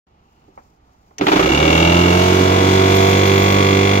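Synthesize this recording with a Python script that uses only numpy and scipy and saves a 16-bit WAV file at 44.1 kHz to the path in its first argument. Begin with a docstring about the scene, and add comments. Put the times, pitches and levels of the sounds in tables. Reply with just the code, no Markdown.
"""An electric lawn mower is switched on, heard from its handle on a quiet lawn.
Hands rustle on the handle, a button clacks and the switch snaps. The motor jolts the plastic deck
(the shell over the blade) and clatters up to speed. Then the blade hums and churns the air,
the drive knocks and rattles in every turn, and the motor adds thin whistles."""
import sys
import numpy as np
from scipy import signal
from scipy.fft import rfft, irfft
from scipy.io import wavfile
from scipy.ndimage import uniform_filter1d, minimum_filter1d

SR = 44100
rng = np.random.default_rng(int(sys.argv[2]) if len(sys.argv) > 2 else 0)


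def wav_record(signal):
    """Record a signal, one row per channel, as 16-bit PCM in the file named by sys.argv[1]."""
    frames = np.transpose(np.atleast_2d(signal))
    bounded = np.clip(frames, -1, 1)
    # unit amplitude maps onto the largest positive 16-bit level
    quanta = np.round(bounded * 32767).astype(np.int16)
    wavfile.write(sys.argv[1], SR, quanta)


N = 176400
T = np.arange(N) / SR

# How fast the motor shaft spins: time_s, turns_per_s
SHAFT_SPEED = [(1.211, 16.37), (1.28, 18.43), (1.37, 28.0), (1.5, 34.17), (1.62, 38.95), (1.75, 40.72),
               (1.87, 42.13), (2.0, 43.76), (2.25, 45.64), (2.6, 46.97), (3.05, 48.0), (3.5, 48.52),
               (4.0, 48.86)]
# How strongly the air in the deck rings at each pitch: pitch_hz, level_db
DECK_TONE = [(20, -25), (60, -17.5), (110, -18), (180, -4), (230, -8.5), (300, 1), (360, -1.5), (450, -10),
             (680, -9.5), (850, -9), (1300, -13), (2000, -19), (4000, -70.5)]


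def amp(db):
    """Turns decibels into a gain."""
    return 10 ** (np.asarray(db) / 20)


def unit(x):
    """Scales a signal to an average strength (rms) of 1."""
    return x / np.sqrt(np.mean(x ** 2) + 1e-20)


def read(points, hz):
    """Looks up a pitch in a table, on a scale of octaves."""
    pitches, values = np.transpose(points)
    return np.interp(np.log(hz + 1), np.log(pitches + 1), values)


def level(points):
    """Turns a loudness curve into a gain, silent before it begins."""
    times, db = np.transpose(points)
    return amp(np.interp(T, times, db)) * (T >= times[0])


def add(mix, start_s, sound):
    """Mixes a stereo sound in at its start time."""
    part = mix[:, round(start_s * SR):][:, :sound.shape[1]]
    part += sound[:, :part.shape[1]]


def drift(hz):
    """A random wobble of strength 1, up to about the given rate."""
    keep_slow = 1 / (1 + (np.fft.rfftfreq(N, 1 / SR) / hz) ** 4)
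    return unit(irfft(rfft(rng.standard_normal(N)) * keep_slow, N))


def colour(x, tone, size=4096):
    """Gives a sound a tone, with a filter that rings only after each hit."""
    log_gain = np.log(unit(amp(read(tone, abs(np.fft.fftfreq(size, 1 / SR))))))
    taps = np.fft.ifft(np.exp(np.conj(signal.hilbert(log_gain)))).real
    return signal.oaconvolve(x, taps[None, :size // 2], axes=1)[:, :x.shape[1]]


def noise(size):
    """White noise at two microphones, alike in the bass."""
    # How alike left and right are: pitch_hz, likeness (1 = the same)
    likeness = [(30, .92), (100, 1), (380, .98), (500, .65), (1050, .88), (2000, .5), (9000, 0)]
    left, other = np.exp(2j * np.pi * rng.random((2, size // 2 + 1)))
    same = np.clip(read(likeness, np.fft.rfftfreq(size, 1 / SR)), -1, 1)
    right = same * left + np.sqrt(1 - same ** 2) * other
    return unit(irfft(np.array([left, right]), size))


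def decay(t, ring_s):
    """A fade that falls 60 dB in ring_s."""
    return np.exp(-np.log(1000) * t / ring_s)


def rubs(rows, tone, grain_db=2.0):
    """Soft, grainy rubbing that swells and fades with each stroke."""
    strokes = sum(amp(db) * np.sqrt(abs(np.sin(np.pi * np.clip((T - start_s) / length_s, 0, 1))))
                  for start_s, length_s, db in rows)
    grains = noise(N) * amp(grain_db * drift(hz=60))
    return unit(colour(grains, tone)) * strokes


def hits(rows, tone, size=8192):
    """Blows on plastic: quickly dying bursts of noise that share one tone."""
    out = np.zeros((2, N))
    for start_s, db, ring_s in rows:
        add(out, start_s, amp(db) * decay(T[:size], ring_s) * noise(size))
    return colour(out, tone)


def outdoor_air(start_s=0.068, level_db=-55):
    """Faint outdoor air that wavers a little."""
    # Tone of the air: pitch_hz, level_db
    tone = [(20, -14), (64, -3), (139, -11.5), (230, -12), (555, -21.5), (800, -11.5), (1590, -26.5),
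            (3500, -34.5), (6720, -41), (8400, -56), (15000, -54)]
    return amp(level_db + drift(hz=6)) * unit(colour(noise(N), tone)) * (T > start_s)


def hands_and_sleeves():
    """A hand slides along the handle, and sleeves rustle."""
    # Strokes of hand and sleeves: start_s, length_s, level_db
    slides = [(.068, .55, -72.5)]
    rustles = [(.2, 0.37, -73), (.53, 0.26, -68.5), (.8, 0.45, -71)]
    # Their tones: pitch_hz, level_db
    slide_tone = [(2200, -16), (2850, 2), (3400, -18), (4400, -9), (6000, -30)]
    rustle_tone = [(2800, -20), (4800, 3), (7200, 2), (8400, -13), (14000, -6)]
    return rubs(slides, slide_tone) + rubs(rustles, rustle_tone)


def deck_jolts(rise_s=0.0038):
    """A nudge of the handle, then the twist of the starting motor, makes the deck boom."""
    # Jolts: start_s, level_db
    jolts = [(0.48, -50.5), (1.196, -30), (1.21, -15), (1.28, -19), (1.327, -14.5), (1.362, -16),
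             (1.398, -14.5)]
    # The deck's own low notes: pitch_hz, level_db, ring_s
    notes = [(126, -16.5, 0.26), (200, 1.5, 0.078), (295.4, 4, 0.11), (311, 3, 0.1), (385.2, 2.5, 0.18),
             (537, -2.5, 0.08), (740, 8, 0.045)]
    out, t = np.zeros((2, N)), T[:SR // 2]
    ring = sum(amp(db) * decay(t, ring_s) * np.sin(2 * np.pi * hz * t) for hz, db, ring_s in notes)
    boom = np.minimum(t / rise_s, 1) * ring
    for start_s, db in jolts:
        add(out, start_s, np.tile(amp(db) * boom, (2, 1)))
    return out


def handle_clacks():
    """The handle and its button clack."""
    # Clacks: start_s, level_db, ring_s
    clacks = [(.576, -35, 0.11), (1.109, -44, 0.056)]
    # Their tone: pitch_hz, level_db
    tone = [(100, -9), (480, 5), (800, 12), (1300, 2), (1800, -4), (2400, -11), (3300, -30), (7000, -33),
            (10000, -42)]
    return hits(clacks, tone)


def switch_snap():
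    """The switch closes with one bright snap."""
    # The snap: start_s, level_db, ring_s
    snap = (1.1832, -24, .04)
    # Its tone: pitch_hz, level_db
    tone = [(180, -48), (300, -10), (1440, -18), (1850, 1), (2480, -7), (3980, -10), (6100, -3.5),
            (7060, -5), (8190, -30), (11400, -21), (15000, -36)]
    return hits([snap], tone)


def starting_clatter():
    """The motor clatters heavily through its first turns."""
    # Clatters: start_s, level_db, ring_s
    clatters = [(1.19, -34.5, 0.33), (1.211, -16, 0.1), (1.268, -9.5, 0.071), (1.283, -10.5, 0.098),
                (1.318, -9.5, 0.16), (1.359, -13.5, 0.18), (1.394, -13.5, 0.1), (1.427, -16.5, 0.088),
                (1.458, -16, 0.034)]
    # Their tone: pitch_hz, level_db
    tone = [(150, -15), (350, -4), (800, 11), (1700, 0.5), (2800, -1), (3900, -5.5), (5000, -13.5),
            (6800, -24), (8500, -41), (16000, -28)]
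    return hits(clatters, tone)


def even_ring(fade, passes=6):
    """A dense ring that follows the fade and favours no pitch."""
    ring = noise(len(fade))
    for _ in range(passes):
        ring = irfft(np.exp(1j * np.angle(rfft(ring * fade))))  # even across pitch
        ring = ring / np.sqrt(abs(uniform_filter1d(ring ** 2, size=24)) + 1e-18)  # even across time
    return unit(ring * fade)


def strikes(turns, rows, tone, loudness, rise_s=0.00091, jitter_s=1e-5, settle_s=0.22, size=2048):
    """Strikes ring the housing in every turn: loose and noisy at first, then nearly alike."""
    steady, energy = np.zeros((2, N)), np.zeros(N)
    running = turns > 0
    for place, db, ring_s in rows:
        due_turns = np.arange(int(turns[-1])) + place
        late_s = jitter_s * rng.standard_normal(len(due_turns))
        at_sample = (np.interp(due_turns, turns[running], T[running]) + late_s) * SR
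        # Spread each pulse over its neighbours so it can land between samples.
        near = np.clip(at_sample.astype(int)[:, None] + np.arange(-8, 9), 0, N - 1)
        pulses = np.zeros(N)
        np.add.at(pulses, near, amp(db) * np.sinc(near - at_sample[:, None]))
        fade = unit(decay(T[:size], ring_s) * np.minimum(T[:size] / rise_s, 1))
        steady += signal.oaconvolve(pulses[None], even_ring(fade), axes=1)[:, :N]
        energy += signal.oaconvolve(pulses ** 2, fade ** 2)[:N]
    running_s = np.maximum(T - SHAFT_SPEED[0][0], 0)
    looseness = np.clip(0.033 + np.exp(-running_s / settle_s), 0, 1)
    blend = np.sqrt(1 - looseness ** 2) * steady + looseness * np.sqrt(abs(energy)) * noise(N)
    return unit(colour(blend, tone)) * np.sqrt(running.mean()) * level(loudness)


def drive(turns):
    """A crisp knock in every turn, a rattle after it, and chatter loudest as the motor pulls hardest."""
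    # Strikes within one turn: place_turns, level_db, ring_s
    knocks = [(-.04, -8, 0.015), (-0.005, -9, 0.016)]
    rattles = [(0.169, -0.96, 0.02), (0.301, -0.5, 0.0259), (0.499, -1.5, .04)]
    chatter = [(-.025, -1.5, 0.0236), (0.059, -4, 0.031), (0.499, -6, .035)]
    # Tones of the struck housing: pitch_hz, level_db
    knock_tone = [(300, -43), (700, -12), (1100, -2.5), (1750, -10.5), (2100, 5.5), (2550, 0), (2950, -7.5),
                  (3200, 5.5), (3450, 5), (3650, -18), (4300, -2), (5000, -22), (6800, -13), (8000, -31),
                  (16000, -40)]
    rattle_tone = [(250, -19), (500, 5), (800, 0.5), (1100, -1), (1350, 0), (1800, 2.5), (2050, 1),
                   (2300, 3.5), (2600, -7), (3000, -15.5), (3300, 1.5), (3700, -5.5), (5000, -10.5),
                   (6700, -10), (8200, -27.5), (16000, -27)]
    chatter_tone = [(400, -18), (900, 0.5), (1400, -4.5), (1900, -38.5), (2250, 6.5), (2500, -15),
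                    (2800, 7.5), (3100, -12.5), (3750, -6.5), (4200, -17.5), (7000, -21.5), (9000, -53.5)]
    # Loudness curves: time_s, level_db
    knock_loudness = [(1.21, -38), (1.27, -27), (1.47, -36), (1.801, -25), (2.2, -28.5), (2.7, -26.5),
                      (3.2, -24), (4.0, -24)]
    rattle_loudness = [(1.3, -23), (1.6, -24.5), (2.0, -23.5), (2.6, -23), (3.2, -22.5), (4.0, -24)]
    chatter_loudness = [(1.35, -26), (1.55, -18.5), (1.85, -18), (2.15, -23.5), (2.501, -26.5), (3.0, -28)]
    return (strikes(turns, knocks, knock_tone, knock_loudness)
            + strikes(turns, rattles, rattle_tone, rattle_loudness)
            + strikes(turns, chatter, chatter_tone, chatter_loudness))


def blade_air(turns, roar_depth=0.33, hiss_depth=0.037, waver_db=1.06):
    """Air churned in the deck throbs with each blade end; the hiss of the tips throbs once a turn."""
    # Loudness curves: time_s, level_db
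    roar_loudness = [(1.22, -23), (1.28, -21), (1.38, -15), (1.47, -16), (1.75, -18), (2.2, -19),
                     (2.7, -19), (3.2, -21), (4.0, -22.5)]
    hiss_loudness = [(1.22, -38.5), (1.29, -32.5), (1.38, -28), (1.48, -30.5), (1.85, -30.5), (2.2, -27.5),
                     (3.0, -28.5), (4.0, -31)]
    # Tone of the blade tips: pitch_hz, level_db
    hiss_tone = [(300, -2), (1000, -4.5), (1800, -11), (2500, 5.5), (3600, 2), (4600, -1.5), (6800, -2),
                 (8000, -13), (11000, -16), (13000, -12), (16000, -22)]
    roar = colour(noise(N) * (1 + roar_depth * np.cos(4 * np.pi * turns)), DECK_TONE)
    hiss = colour(noise(N) * (1 + hiss_depth * np.cos(2 * np.pi * (turns - .2))), hiss_tone)
    waver = amp(waver_db * drift(hz=6.5))
    return unit(roar) * level(roar_loudness) + unit(hiss) * level(hiss_loudness) * waver


def blade_hum(speed, turns, lag_turns=0.0566, scatter=0.2423, roughness=0.005):
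    """Tones at multiples of the shaft speed; the upper ones swell where the deck rings."""
    # Tones of the hum: multiple, level_db
    tones = [(1, -27), (2, 0.5), (3, -10.5), (4, 0.5), (5, -17), (6, -7), (7, -10), (8, -4.5), (9, -18.5),
             (10, -13), (11, -11), (12, -15), (13, -16.5), (14, -6.5), (15, -7), (16, -15.5), (17, -14.5),
             (19, -14.5), (20, -14.5), (21, -11.5), (22, -13), (23, -12), (24, -13.5), (25, -18.5)]
    # Loudness curve: time_s, level_db
    loudness = [(1.25, -61), (1.4, -27.5), (1.55, -19.5), (1.75, -16), (2.0, -13.5), (2.4, -13.5),
                (3.0, -12), (4.0, -13.5)]
    # Swell of the octave above the blade's main note: time_s, change_db
    octave_swell = [(1.4, -4.5), (1.75, 2.5), (2.1, 0.5), (2.62, -6), (3.0, -4.5), (3.7, -3)]
    out = np.zeros(N)
    for multiple, db in tones:
        phase = 2 * np.pi * multiple * (turns - lag_turns) + scatter * multiple * rng.standard_normal()
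        phase += roughness * multiple * drift(hz=25.2)  # swirling air shakes the tone
        weight = min(multiple / 8, 1) ** 2  # low tones swell and waver less
        if multiple == 4:  # the main note is multiple 2, so this is its octave
            swell_db = np.interp(T, *np.transpose(octave_swell))
        else:
            deck_db = read(DECK_TONE, multiple * speed) - read(DECK_TONE, multiple * speed[-1])
            swell_db = 0.93 * weight * deck_db
        waver_db = 2.1 * weight * drift(hz=3.3)
        out += amp(db + swell_db + waver_db) * np.cos(phase)
    strength = np.sqrt(sum(amp(db) ** 2 for _, db in tones) / 2)
    return out / strength * level(loudness)


def motor_whistles(fade_s=0.063, flutter_db=10.0):
    """Thin whistles join as the motor nears full speed; the lower flutter, the highest come in bursts."""
    # Whistles: pitch_hz, width_hz, level_db, start_s, end_s, flutter_hz
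    whistles = [(6650, 150, -45, 3.0, 3.88, 60), (13400, 200, -47.5, 2.88, 3.58, 35),
                (15315, 45, -50, 3.0, 4.1, 9), (15320, 160, -60, 1.6, 4.1, 9)]
    out, pitches = np.zeros((2, N)), np.fft.rfftfreq(N, 1 / SR)
    for hz, width_hz, db, start_s, end_s, flutter_hz in whistles:
        band = unit(irfft(rfft(noise(N)) / (1 + (2 * (pitches - hz) / width_hz) ** 2), N))
        flutter = amp(flutter_db * np.minimum(drift(hz=flutter_hz), 1))
        fade = np.clip(np.minimum(T - start_s, end_s - T) / fade_s, 0, 1)
        out += band * amp(db) * flutter * fade
    return out


def limiter(x, size=256):
    """Turns the gain down smoothly around peaks that would pass full scale."""
    gain = minimum_filter1d(1 / np.maximum(abs(x), 1), size, axis=1)
    return x * uniform_filter1d(gain, size, axis=1)


def scene():
    """Hands and clicks come first; then one shaft speed sets the pace of knock, air and hum."""
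    speed = np.interp(T, *np.transpose(SHAFT_SPEED), left=0)
    turns = np.cumsum(speed) / SR
    handling = hands_and_sleeves() + handle_clacks()
    start = deck_jolts() + switch_snap() + starting_clatter()
    air = outdoor_air()
    blade = blade_hum(speed, turns) + blade_air(turns)
    return air + handling + start + blade + drive(turns) + motor_whistles()


def record(dry, top_hz=15800):
    """The left microphone hears earlier and in another tone; peaks are tamed, the top treble is cut."""
    # How much louder the left is than the right: pitch_hz, level_db
    balance = [(50, -3.5), (100, -1.5), (190, -1.5), (290, -3.5), (440, -9), (570, -8.5), (680, -3),
               (1080, 2.5), (1350, -1.5), (1600, 3), (2300, -3), (3400, 3.5), (4300, -3), (7000, 3.5),
               (14000, -1.5)]
    # How far the left is ahead: pitch_hz, phase_radians
    left_lead = [(420, 0), (560, 2), (1050, 2.5), (1400, 1.8), (2300, 6), (4200, 9.4)]
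    pitches = np.fft.rfftfreq(2 * N, 1 / SR)
    lean = amp(read(balance, pitches) / 2)
    microphones = np.array([lean * np.exp(1j * read(left_lead, pitches)), 1 / lean])
    pair = limiter(irfft(rfft(dry, 2 * N) * microphones)[:, :N])
    treble_cut = signal.firwin(1023, top_hz, window=("kaiser", 9), fs=SR)
    return signal.oaconvolve(pair, treble_cut[None], "same")


dry = scene()
out = record(dry)
wav_record(out)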